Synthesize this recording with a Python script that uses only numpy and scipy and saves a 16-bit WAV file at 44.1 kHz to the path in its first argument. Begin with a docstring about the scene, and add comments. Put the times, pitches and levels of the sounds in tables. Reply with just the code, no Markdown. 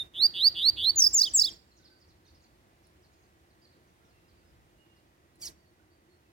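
"""Caged songbird in a tree

A small bird ends a phrase: four warbled rising whistles, three tumbling falling calls, later one harsh
two-voiced call. Its whistles are warbled sines with overtones and breath; the harsh call mixes two pitches.
Far birds twitter and pipe as thin glides, over hum, leaf hiss and rumble of filtered noise; a claw ticks.
Trees and walls answer with decaying noise echoes; the phone's expander turns the quiet moments down."""
import sys
import numpy as np
from scipy import signal
from scipy.fft import rfft, irfft, next_fast_len
from scipy.io import wavfile
from scipy.ndimage import uniform_filter1d, minimum_filter1d, map_coordinates

SR = 44100
rng = np.random.default_rng(int(sys.argv[2]) if len(sys.argv) > 2 else 0)


def wav_out(sig):
    """Save sig, one row per channel (or a flat mono array), as 16-bit PCM at SR to the path in sys.argv[1]."""
    wavfile.write(sys.argv[1], SR, np.round(np.clip(np.atleast_2d(sig).T, -1, 1) * 32767).astype(np.int16))


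N = 278701


def amp(db):
    """Decibels to gain."""
    return 10 ** (np.asarray(db) / 20)


def unit(x):
    """Scaled to rms 1."""
    return x / np.sqrt(np.mean(x ** 2) + 1e-20)


def along(points, hz, axis=1):
    """One column of (Hz, value, ..) points, interpolated on a log frequency axis."""
    p = np.transpose(points)
    return np.interp(np.log(hz + 1), np.log(p[0] + 1), p[axis])


def wobble(knots_per_s, size=N):
    """A smooth random curve through normally distributed knots."""
    knots = rng.standard_normal(int(size * knots_per_s / SR) + 4)
    return map_coordinates(knots, [np.arange(size) * knots_per_s / SR])


def filtered(x, response):
    """x times a complex response of frequency."""
    m = next_fast_len(N + SR // 2)
    return irfft(rfft(x, m) * response(np.fft.rfftfreq(m, 1 / SR)), m)[..., :N]


def shaped_noise(points, size=N):
    """Noise of rms 1 with its spectrum along (Hz, dB per Hz) points."""
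    return unit(filtered(rng.standard_normal(size), lambda hz: amp(along(points, hz))))


def sampled(rows):
    """First sample, then one value per sample for time and each column of a note."""
    s, *cols = np.transpose(rows)
    t = np.arange(round(s[0] * SR), round(s[-1] * SR)) / SR
    return round(s[0] * SR), t, [np.interp(t, s, c) for c in cols]


# Hiss spectrum. Each row: frequency in Hz, relative density in dB per Hz.
AIR_SPECTRUM = [(30, -46.5), (48, -5), (85, -14.5), (125, -10), (160, -10.5), (250, -13), (312, -15),
                (410, -15), (720, -17), (920, -19.5), (1800, -22.5), (4500, -30.5), (8000, -34.5),
                (15800, -38)]
# Left-right likeness of the hiss. Each row: frequency in Hz, correlation from 0 to 1.
LIKENESS = [(60, .85), (290, .92), (640, .62), (1400, .5), (2500, .15), (6000, 0)]
# Distant drone. Each row: centre in Hz, width in Hz, mean level in dB.
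DRONE = [(81, 25, -63.5), (330, 35, -65), (361, 15, -70.5), (1930, 152, -75.5)]
# Low rumble that swells and sinks. Each row: time in seconds, level in dB before its random wobble.
RUMBLE_SWELL = [(0, -81), (0.403, -69), (.9, -55), (1.4, -70), (2, -64), (2.699, -65), (3.4, -65.5),
                (4, -68.5), (4.601, -58), (5.2, -69.5), (5.8, -68), (6.32, -76.5)]


def air():
    """Drone and leaf hiss from the left, alike in the bass and unrelated in the treble, over a rumble."""
    z = signal.stft(rng.standard_normal((2, N)), nperseg=512)[2]
    field = uniform_filter1d(uniform_filter1d(rng.standard_normal(z.shape[1:]), 6, 0), 14, 1)
    pair = signal.istft(z * amp(0.4 * unit(field)), nperseg=512)[1][:, :N]

    def mid_side_response(hz):
        turn = np.arccos(np.clip(along(LIKENESS, hz), -1, 1)) / 2
        return amp(along(AIR_SPECTRUM, hz)) * [np.cos(turn), np.sin(turn)]

    def band(centre_hz, width_hz, size=N):
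        noise = rng.standard_normal(size)
        return unit(filtered(noise, lambda hz: np.exp(-((hz - centre_hz) / width_hz) ** 2)))

    mid, side = filtered(pair, mid_side_response)
    hiss = amp(-57.5 + .8 * wobble(1.5)) * unit(np.array([mid + side, mid - side]))
    left, right = hiss + sum(amp(db + 1.3 * wobble(2.5)) * band(hz, width) for hz, width, db in DRONE)
    swell_db = np.interp(np.arange(N) / SR, *np.transpose(RUMBLE_SWELL)) + 2.5 * wobble(16)
    rumble = amp(swell_db) * band(69, 64, size=(3, N))
    late_right = np.roll(right, 17)  # samples
    both = np.array([left, late_right]) + rumble[0] + 0.64 * rumble[1:]
    return both * amp([[-.7], [.7]])


# Breath in the song. Each row: frequency in Hz, relative density in dB per Hz.
SONG_BREATH = [(2000, -28), (5000, -10), (8500, -6), (10700, 0), (12300, -5), (14500, 2), (15900, 1)]
# How strongly overtones sound, by frequency. 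Each row: frequency in Hz, gain in dB.
OVERTONE_GAIN = [(6000, -14), (7500, -8), (8800, -2), (9700, -3), (10700, 5), (11800, -4), (13000, -3),
                 (14500, 2), (16000, 0)]


def whistles(notes, warble_hz, slowing_per_s, pulse, second_db, third_db, breath_db, husk, edge_s):
    """A near-pure tone; the warble swings pitch, pulses level and leaks breath, as do husky notes."""
    out, leak = np.zeros(N), np.zeros(N)
    for rows in notes:
        i, t, (hz, db, depth_hz) = sampled(rows)
        rate_hz = warble_hz * (1 - slowing_per_s * (t - t[0]))
        swing = 2 * np.pi * (np.cumsum(rate_hz) / SR + rng.random()) + .7 * wobble(70, size=len(t))
        swung_hz = hz + depth_hz * amp(1.5 * wobble(90, size=len(t))) * np.sin(swing)
        phase = 2 * np.pi * np.cumsum(swung_hz) / SR
        tone = np.sin(phase) + amp(second_db + along(OVERTONE_GAIN, 2 * hz)) * np.sin(2 * phase)
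        tone += amp(third_db + along(OVERTONE_GAIN, 3 * hz)) * (3 * hz < SR / 2) * np.sin(3 * phase)
        fourth = amp(third_db + along(OVERTONE_GAIN, 4 * hz)) * (4 * hz < SR / 2)
        tone += fourth * np.clip(depth_hz / 300, 0, 1) * np.sin(4 * phase)
        begun = np.clip((t - t[0]) / edge_s, 0, 1) if i else 1  # a note at sample 0 is already under way
        ends = np.sin(np.pi / 2 * begun * np.clip((t[-1] - t) / edge_s, 0, 1)) ** 2
        beat = 1 + np.clip(pulse * depth_hz / hz, 0, .95) * np.sin(swing + 0.43)
        level = np.sqrt(2) * amp(db + .6 * wobble(250, size=len(t)))
        out[i:i + len(t)] += level * ends * beat * tone
        opening = np.abs(depth_hz) / hz + husk * (hz < 6000) * (i > 0)
        leak[i:i + len(t)] += amp(db + breath_db) * ends * opening
    return out + uniform_filter1d(leak, 500) * shaped_noise(SONG_BREATH)


# End of an earlier note. Each row: time in seconds, pitch in Hz, level in dB, warble depth in Hz.
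EARLIER_NOTE = [(0, 3790, -29, 0.006), (.012, 3600, -30.5, 0), (.032, 3720, -38, 0.0038)]


def earlier_note():
    """Rows of a note already sounding at the start, dipping in pitch and fading."""
    return EARLIER_NOTE


# Rising whistles. Each row: start in s, warble settled in s, end in s, top pitch in Hz, level before
# the climb in dB, level the climb leads to in dB, last kick up in Hz.
RISING_NOTES = [(.136, 0.193, 0.27, 4782, -37.5, -12.5, 40), (.335, 0.423, 0.4876, 4787, -32.5, -11.5, 110),
                (.546, 0.639, 0.7023, 4702, -31.5, -12.5, 168), (.762, 0.865, 0.91, 4535, -31.5, -14, 173)]
# Shared climb. Each row: seconds before the end, share of the way to top pitch, share to peak level.
SHARED_CLIMB = [(.125, 0.024, 0.12), (.095, .1, 0.081), (.075, .27, .3), (.058, .5, 0.58), (0.039, .8, 0.9),
                (.015, 0.96, 0.96), (0.014, 0.99, 0.97)]
BASE_HZ = 3272  # before the climb
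WARBLE_DEPTH_HZ, STEADY_DEPTH_HZ, SETTLING_S = 499.8, 30, .022
DEPTH_SHARE_BEFORE_SETTLING, HANG_SHARE = 0.71, .35  # warble hangs under the climb by a share of depth
ONSET_DB, ONSET_S = 21, .015  # starts this far down and recovers
CLOSE_DB, CLOSE_S = 5, .015  # sinks at the end
KICK_BEFORE_END_S, KICK_TAKES_S, KICK_DB_PER_HZ = .021, .008, 0.02


def rising():
    """Rows (s, Hz, dB, depth Hz) of each rising whistle: a soft warble, one shared climb, a quick close."""
    before, pitch, level = np.transpose(SHARED_CLIMB)
    for start, steady, end, top_hz, low_db, peak_db, kick_hz in RISING_NOTES:
        t = np.linspace(start, end, 40)
        pitch_share = np.interp(t - end, -before, pitch)
        level_share = np.interp(t - end, -before, level)
        hz = BASE_HZ + (top_hz - BASE_HZ) * pitch_share
        db = low_db + (peak_db - low_db) * level_share - ONSET_DB * np.exp((start - t) / ONSET_S)
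        db -= CLOSE_DB * np.clip(1 - (end - t) / CLOSE_S, 0, 1)
        # pitch waits below the climb until the kick releases it
        unreleased = np.clip((end - KICK_BEFORE_END_S - t) / KICK_TAKES_S + 1, 0, 1)
        waiting_hz = kick_hz * pitch_share * unreleased
        hz, db = hz - waiting_hz, db - KICK_DB_PER_HZ * waiting_hz
        depths_hz = [WARBLE_DEPTH_HZ, DEPTH_SHARE_BEFORE_SETTLING * WARBLE_DEPTH_HZ, STEADY_DEPTH_HZ]
        depth_hz = np.interp(t, [start, steady - SETTLING_S, steady], depths_hz)
        yield np.transpose([t, hz - HANG_SHARE * depth_hz, db, depth_hz])


# Slides that open the falling calls. Each row: start in s, knee in s, end in s, first pitch in Hz
# before the hook, knee pitch in Hz, last pitch in Hz, knee level in dB, last level in dB.
FALLING_SLIDES = [(0.957, .985, 1.013, 7100, 6600, 5640, -21.5, -19),
                  (1.13, 1.155, 1.186, 7400, 7080, 6006, -19.5, -24),
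                  (1.335, 1.358, 1.386, 7900, 7530, 6150, -19, -25)]
HOOK_HZ, HOOK_S = 350, 0.0055  # drops in from above
SLIDE_IN_DB = 15  # starts this far down
SLIDE_CLEAR_HZ, SLIDE_ROUGH_HZ = 15, 90  # warble depth up to the knee and at the end


def slides():
    """Rows of the slides: they hook in, swell to the knee and then roughen."""
    for s0, s1, s2, hz0, hz1, hz2, db1, db2 in FALLING_SLIDES:
        t = np.linspace(s0, s2, 30)
        hz = np.interp(t, [s0, s1, s2], [hz0, hz1, hz2]) + HOOK_HZ * np.exp((s0 - t) / HOOK_S)
        db = np.interp(t, [s0, s1, s2], [db1, db1, db2])
        db -= SLIDE_IN_DB * np.clip((s1 - t) / (s1 - s0), 0, 1) ** 1.6
        depth_hz = np.interp(t, [s1, (s1 + s2) / 2], [SLIDE_CLEAR_HZ, SLIDE_ROUGH_HZ])
        yield np.transpose([t, hz, db, depth_hz])


# Flicks that tumble after the slides. Each row: start in s, loudest in s, end in s, first pitch in Hz,
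# loudest pitch in Hz, last pitch in Hz, peak level in dB.
TUMBLING_FLICKS = [(1.012, 1.014, 1.02, 4730, 5100, 5550, -19),
                   (1.017, 1.025, 1.034, 5400, 5500, 5650, -12),
                   (1.033, 1.046, 1.06, 4653, 5150, 5100, -13.5),
                   (1.058, 1.069, 1.083, 4136, 5100, 5100, -13.5),
                   (1.178, 1.183, 1.187, 4736, 5040, 5230, -28.5),
                   (1.182, 1.192, 1.203, 5498, 5600, 5850, -16),
                   (1.198, 1.202, 1.208, 4170, 4600, 4960, -23),
                   (1.204, 1.219, 1.226, 4458, 5050, 5040, -13),
                   (1.223, 1.241, 1.255, 3750, 4550, 5000, -18.5),
                   (1.382, 1.384, 1.389, 4420, 5000, 5200, -26.5),
                   (1.387, 1.398, 1.407, 5580, 5405, 5450, -13.5),
                   (1.403, 1.407, 1.412, 4353, 4615, 5300, -23.5),
                   (1.408, 1.422, 1.43, 4340, 4883, 5030, -14.5),
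                   (1.43, 1.447, 1.465, 3650, 4450, 5130, -20)]
FLICK_IN_DB, FLICK_OUT_DB, FADE_POWER = 19, 15, 1.8  # under the peak at both ends
CLEAR_DEPTH_HZ, ADDED_DEPTH_HZ = 25, 90  # warble at the peak, and added to it at the ends
HALFWAY_SHARE = 0.82  # of the last pitch change, made halfway through it


def flicks():
    """Rows of the flicks: short pitch sweeps, loudest and clearest inside."""
    for s0, s1, s2, hz0, hz1, hz2, db in TUMBLING_FLICKS:
        t = np.linspace(s0, s2, 20)
        away = np.interp(t, [s0, s1, s2], [1, 0, 1]) ** FADE_POWER
        halfway_hz = hz1 + HALFWAY_SHARE * (hz2 - hz1)
        hz = np.interp(t, [s0, s1, (s1 + s2) / 2, s2], [hz0, hz1, halfway_hz, hz2])
        fade_db = np.where(t > s1, FLICK_OUT_DB, FLICK_IN_DB) * away
        yield np.transpose([t, hz, db - fade_db, CLEAR_DEPTH_HZ + ADDED_DEPTH_HZ * away])


# Low closing notes. Each row: start in s, point in s, end in s, first pitch in Hz, point pitch in Hz,
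# last pitch in Hz, level at the point in dB.
CLOSING_NOTES = [(1.248, 1.263, 1.292, 3300, 3850, 3007, -31.5),
                 (1.451, 1.475, 1.498, 3421, 3993, 3183, -31.5)]
POINT_POWER, CLOSING_IN_DB, CLOSING_OUT_DB = 2.8, 12, 16


def closing_notes():
    """Rows of the low notes ending the last two falling calls: pitch climbs to a point and sinks."""
    for s0, s1, s2, hz0, hz1, hz2, db in CLOSING_NOTES:
        t = np.linspace(s0, s2, 30)
        near, late = np.interp(t, [s0, s1, s2], [0, 1, 0]), t > s1
        foot_hz = np.where(late, hz2, hz0)
        hz = foot_hz + (hz1 - foot_hz) * near ** POINT_POWER
        fade_db = np.where(late, CLOSING_OUT_DB, CLOSING_IN_DB) * (1 - near) ** 3
        yield np.transpose([t, hz, db - fade_db, CLEAR_DEPTH_HZ + 0 * t])


# Tone colour of the far birds, loudest near 4.6 kHz. Each row: frequency in Hz, gain in dB.
FAR_COLOUR_GAIN = [(1400, 1.5), (3000, -7.5), (4600, 7.5), (6000, 0), (8000, -5)]


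def far_birds(table, bend, rough_db, pan_db):
    """Thin sine glides, steep at first for a positive bend, flickering through the leaves."""
    out = np.zeros((2, N))
    for s0, s1, hz0, hz1, db in table:
        u = np.linspace(0, 1, round((s1 - s0) * SR))
        hz = hz1 + (hz0 - hz1) * (np.exp(-bend * u) - np.exp(-bend)) / (1 - np.exp(-bend))
        tone = np.sin(2 * np.pi * np.cumsum(hz) / SR + [[0], [1.3]])
        level_db = db + along(FAR_COLOUR_GAIN, hz) + rough_db * wobble(120, size=len(u))
        shape = np.sin(np.pi * u) ** 0.3 * amp(level_db)
        out[:, round(s0 * SR):][:, :len(u)] += amp([[pan_db / 2], [-pan_db / 2]]) * shape * tone
    return out


# Each row: start in s, end in s, first pitch in Hz, last pitch in Hz, level before colour gain in dB.
TWITTER_NOTES = [(1.715, 1.735, 4500, 3950, -65), (1.755, 1.772, 4520, 3800, -67),
                 (1.764, 1.81, 7200, 3536, -59.5), (1.824, 1.852, 4450, 3025, -56.5),
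                 (1.843, 1.89, 5570, 3490, -55.5), (1.992, 2.03, 7050, 4014, -68),
                 (2.012, 2.05, 5600, 3880, -67), (2.076, 2.125, 6760, 3380, -64.5),
                 (2.252, 2.272, 4510, 3590, -57.5), (2.254, 2.306, 6800, 3830, -62.5),
                 (2.298, 2.315, 6530, 5700, -73.5), (2.346, 2.37, 5790, 3930, -65),
                 (2.352, 2.385, 5500, 4790, -73), (2.404, 2.42, 4800, 3865, -67),
                 (2.41, 2.47, 7900, 3304, -64.5), (2.828, 2.87, 7140, 3680, -68),
                 (3.018, 3.072, 6400, 3600, -66.5), (3.126, 3.156, 6800, 3870, -66.5),
                 (3.228, 3.25, 5600, 4230, -68), (3.495, 3.53, 5600, 3506, -70.5),
                 (3.645, 3.66, 5340, 4000, -58.5), (3.71, 3.74, 5000, 3670, -67),
                 (3.872, 3.886, 6830, 5600, -69.5), (4.043, 4.065, 6400, 5200, -71),
                 (4.045, 4.072, 4030, 3100, -67), (4.09, 4.13, 5600, 3900, -74),
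                 (4.275, 4.32, 5600, 3953, -69.5), (4.958, 4.985, 5900, 4000, -71.5)]


def twitter():
    """Quick far falling glides, steep at first and rough in level, toward the right."""
    return far_birds(TWITTER_NOTES, bend=1.1, rough_db=3.5, pan_db=-3.5)


# Each row: start in s, end in s, first pitch in Hz, last pitch in Hz, level before colour gain in dB.
PIPING_NOTES = [(1.795, 1.815, 1522, 1522, -65), (1.897, 1.935, 1545, 1520, -62),
                (1.903, 1.94, 4800, 4550, -63), (1.945, 1.975, 4650, 4550, -68),
                (3.105, 3.26, 6750, 6350, -74), (3.615, 3.66, 4700, 4640, -64),
                (3.615, 3.64, 5140, 5100, -70), (4.0, 4.05, 1380, 1395, -69),
                (4.125, 4.24, 2720, 2720, -60), (4.35, 4.4, 2700, 2680, -68), (4.36, 4.4, 4810, 4530, -76),
                (4.45, 4.5, 5060, 4950, -75), (4.66, 4.7, 2840, 2814, -67), (4.78, 4.84, 2870, 2867, -58),
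                (4.855, 4.93, 2850, 2820, -56), (5.34, 5.375, 4150, 4100, -74),
                (5.57, 5.62, 4600, 4530, -77), (5.65, 5.685, 4500, 4400, -74),
                (5.77, 5.83, 1400, 1656, -70), (5.9, 5.95, 4470, 4700, -75), (6.09, 6.17, 4340, 4290, -74),
                (6.25, 6.28, 2626, 2596, -65)]


def piping():
    """Far, nearly level pipes, smoother and further right."""
    return far_birds(PIPING_NOTES, bend=-0.61, rough_db=0.5, pan_db=-7)


# A claw on the cage. Each row: time in seconds, strength in dB.
CLAW_TICKS = [(2.8697, -52), (5.357, -54.5)]


def tick():
    """A short dry noise click with a faint ring of wire."""
    out, t = np.zeros(N), np.arange(600) / SR
    for s, db in CLAW_TICKS:
        click = np.diff(rng.standard_normal(601)) * amp(-60 * t / .012)
        ring = 1.4 * amp(-60 * t / 0.037) * np.sin(2 * np.pi * 10500 * t)
        out[round(s * SR):][:600] += amp(db) * (click + ring)
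    return out


# Both sides of the syrinx. Each row: time in s, low voice in Hz, high voice in Hz, level in dB, rasp in dB.
HARSH_VOICES = [(5.39, 2262, 3900, -75, -64), (5.413, 2500, 3900, -62, -50),
                (5.417, 3200, 3591, -49.5, -45), (5.422, 2336, 3443, -42, -43.5),
                (5.445, 2258, 3030, -40, -44), (5.46, 2016, 2810, -40.5, -41),
                (5.478, 1705, 2270, -41.5, -48.5), (5.488, 1600, 2050, -52, -49),
                (5.51, 1600, 2000, -88, -62.5)]
# Mixed tones. Each row: times the low voice, times the high voice.
MIXED_TONES = [(2, 0), (0, 2), (1, 1), (-1, 3), (1, 0), (0, 1), (2, 1), (0, 3), (3, 1), (4, 1), (3, 0),
               (-2, 4)]
# Their strengths, in the same order. Each row: early in dB, late in dB, relative to the call's level.
TONE_STRENGTHS = [(0, -15), (-9, 0), (-11, -11), (-17, -4), (-18, -27), (-17, -21), (-13, -24), (-22, -20),
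                  (-24, -32), (-25, -34), (-17, -26), (-22, -13)]
# Breath in the call. Each row: frequency in Hz, relative density in dB per Hz.
RASP_SPECTRUM = [(1500, -36), (3000, -22), (4800, -5), (7000, -6), (8500, 0), (11000, -4), (13000, -5),
                 (15900, -9)]


def harsh_call():
    """Two voices mix into sums and differences of their pitches, over a breathy rasp."""
    out = np.zeros(N)
    i, t, (low_hz, high_hz, db, rasp_db) = sampled(HARSH_VOICES)
    low, high = 2 * np.pi * np.cumsum([low_hz, high_hz], axis=1) / SR
    late = np.clip((t - 5.44) / 0.021, 0, 1)
    tones = np.zeros(len(t))
    for (m, n), (early_db, late_db) in zip(MIXED_TONES, TONE_STRENGTHS):
        strength_db = early_db + (late_db - early_db) * late + 1.5 * wobble(150, size=len(t))
        tones += amp(strength_db) * np.sin(m * low + n * high)
    rasp = shaped_noise(RASP_SPECTRUM)[:len(t)]
    out[i:i + len(t)] = np.sqrt(2) * amp(db) * tones + amp(rasp_db) * rasp
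    return out


# Left port against right, shaded by the phone's body. Each row: frequency in Hz, gain in dB, radians ahead.
LEFT_PORT = [(2560, -36.5, 0.74), (3000, 0.5, 0.34), (3700, -4.5, .1), (4200, -8, .5), (4900, -5.5, 1.1),
             (5940, -4.5, 3.17), (6123, 2.5, 1.7), (6940, 0, 0.32), (7600, 2, 1.3), (8740, -0.5, .4),
             (11200, -20, 1.4), (12000, -9, 3.8), (13500, -12, 3), (15500, -11.5, 3.8)]


def ports(x, lag_s):
    """The two microphone ports hear the cage differently; the lag delays the left."""
    def left(hz):
        turn = along(LEFT_PORT, hz, axis=2) - 2 * np.pi * hz * lag_s
        return amp(along(LEFT_PORT, hz)) * np.exp(1j * turn)
    return np.array([filtered(x, left), x])


# Scatter from the trees. Each row: frequency in Hz, 60 dB decay time in s, relative level in dB.
TREE_SCATTER = [(2000, .3, 5), (4860, 0.41, -6.5), (6500, 0.19, 10.5), (12000, 0.18, 4)]


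def answer(x, scatter_db, far_db, walls):
    """Scatter from leaves and branches, a long faint tail and smeared slaps from walls (s, dB)."""
    hz, t, z = signal.stft(rng.standard_normal((2, SR)), SR, nperseg=256)
    t60_s, level_db = along(TREE_SCATTER, hz)[:, None], along(TREE_SCATTER, hz, axis=2)[:, None]
    decay = amp(scatter_db + (level_db - 60 * t / t60_s)) + amp(far_db - 60 * t / 1.3)
    tail = signal.istft(z * decay, SR, nperseg=256)[1][:, :SR] / np.sqrt(SR)
    tail[:, :200] = 0  # echoes start late
    for s, db in walls:
        tail[:, round(s * SR):][:, :150] += amp(db) * rng.standard_normal((2, 150)) / np.sqrt(150)
    return signal.fftconvolve(x, tail, axes=1)[:, :N]


# Walls that answer the near bird. Each row: delay in seconds, level in dB.
NEAR_WALLS = [(.011, -20), (.118, -32), (.175, -39)]


def scene():
    """Near bird, far birds, their echoes and the air."""
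    song = whistles(rising(), warble_hz=187.0, slowing_per_s=2.4, pulse=2.9, second_db=-33.5,
                    third_db=-27.5, breath_db=-9, husk=0, edge_s=.003)
    song += whistles(slides(), warble_hz=232, slowing_per_s=-2, pulse=28, second_db=-16.5,
                     third_db=-26, breath_db=11.5, husk=0.03, edge_s=0.0025)
    short_notes = [earlier_note(), *flicks(), *closing_notes()]
    song += whistles(short_notes, warble_hz=256, slowing_per_s=0.079, pulse=22, second_db=-28.0,
                     third_db=-25, breath_db=8, husk=0.04, edge_s=0.0035)
    near = ports(song + tick(), lag_s=0) + ports(harsh_call(), lag_s=7e-5)
    far = twitter() + piping()
    far_echoes = answer(far, scatter_db=15, far_db=-3, walls=[(.019, -7)])
    near_echoes = answer(near, scatter_db=-0.5, far_db=-26.5, walls=NEAR_WALLS)
    return near + far + near_echoes + far_echoes + air()


CLOSED_DB, RANGE_DB, CUT_DB = -51, 13, -8.5  # full cut at and below the first, none above the range
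TOP_HZ, BASS_CUT_HZ = 16000, 40


def record(dry):
    """An expander lowers the gain while the level stays low; deep bass and all above the band are cut."""
    power = np.abs(uniform_filter1d(np.mean(dry ** 2, axis=0), 900))
    held = -minimum_filter1d(-power, 2000, origin=700)  # the detector holds its peak for a moment
    opened = np.clip((10 * np.log10(held + 1e-12) - CLOSED_DB) / RANGE_DB, 0, 1)
    gain = amp(CUT_DB * (1 - uniform_filter1d(opened, 1500)))
    return filtered(dry * gain, lambda hz: (hz < TOP_HZ) / (1 + (BASS_CUT_HZ / (hz + 1)) ** 6))


dry = scene()
out = record(dry)
wav_out(out)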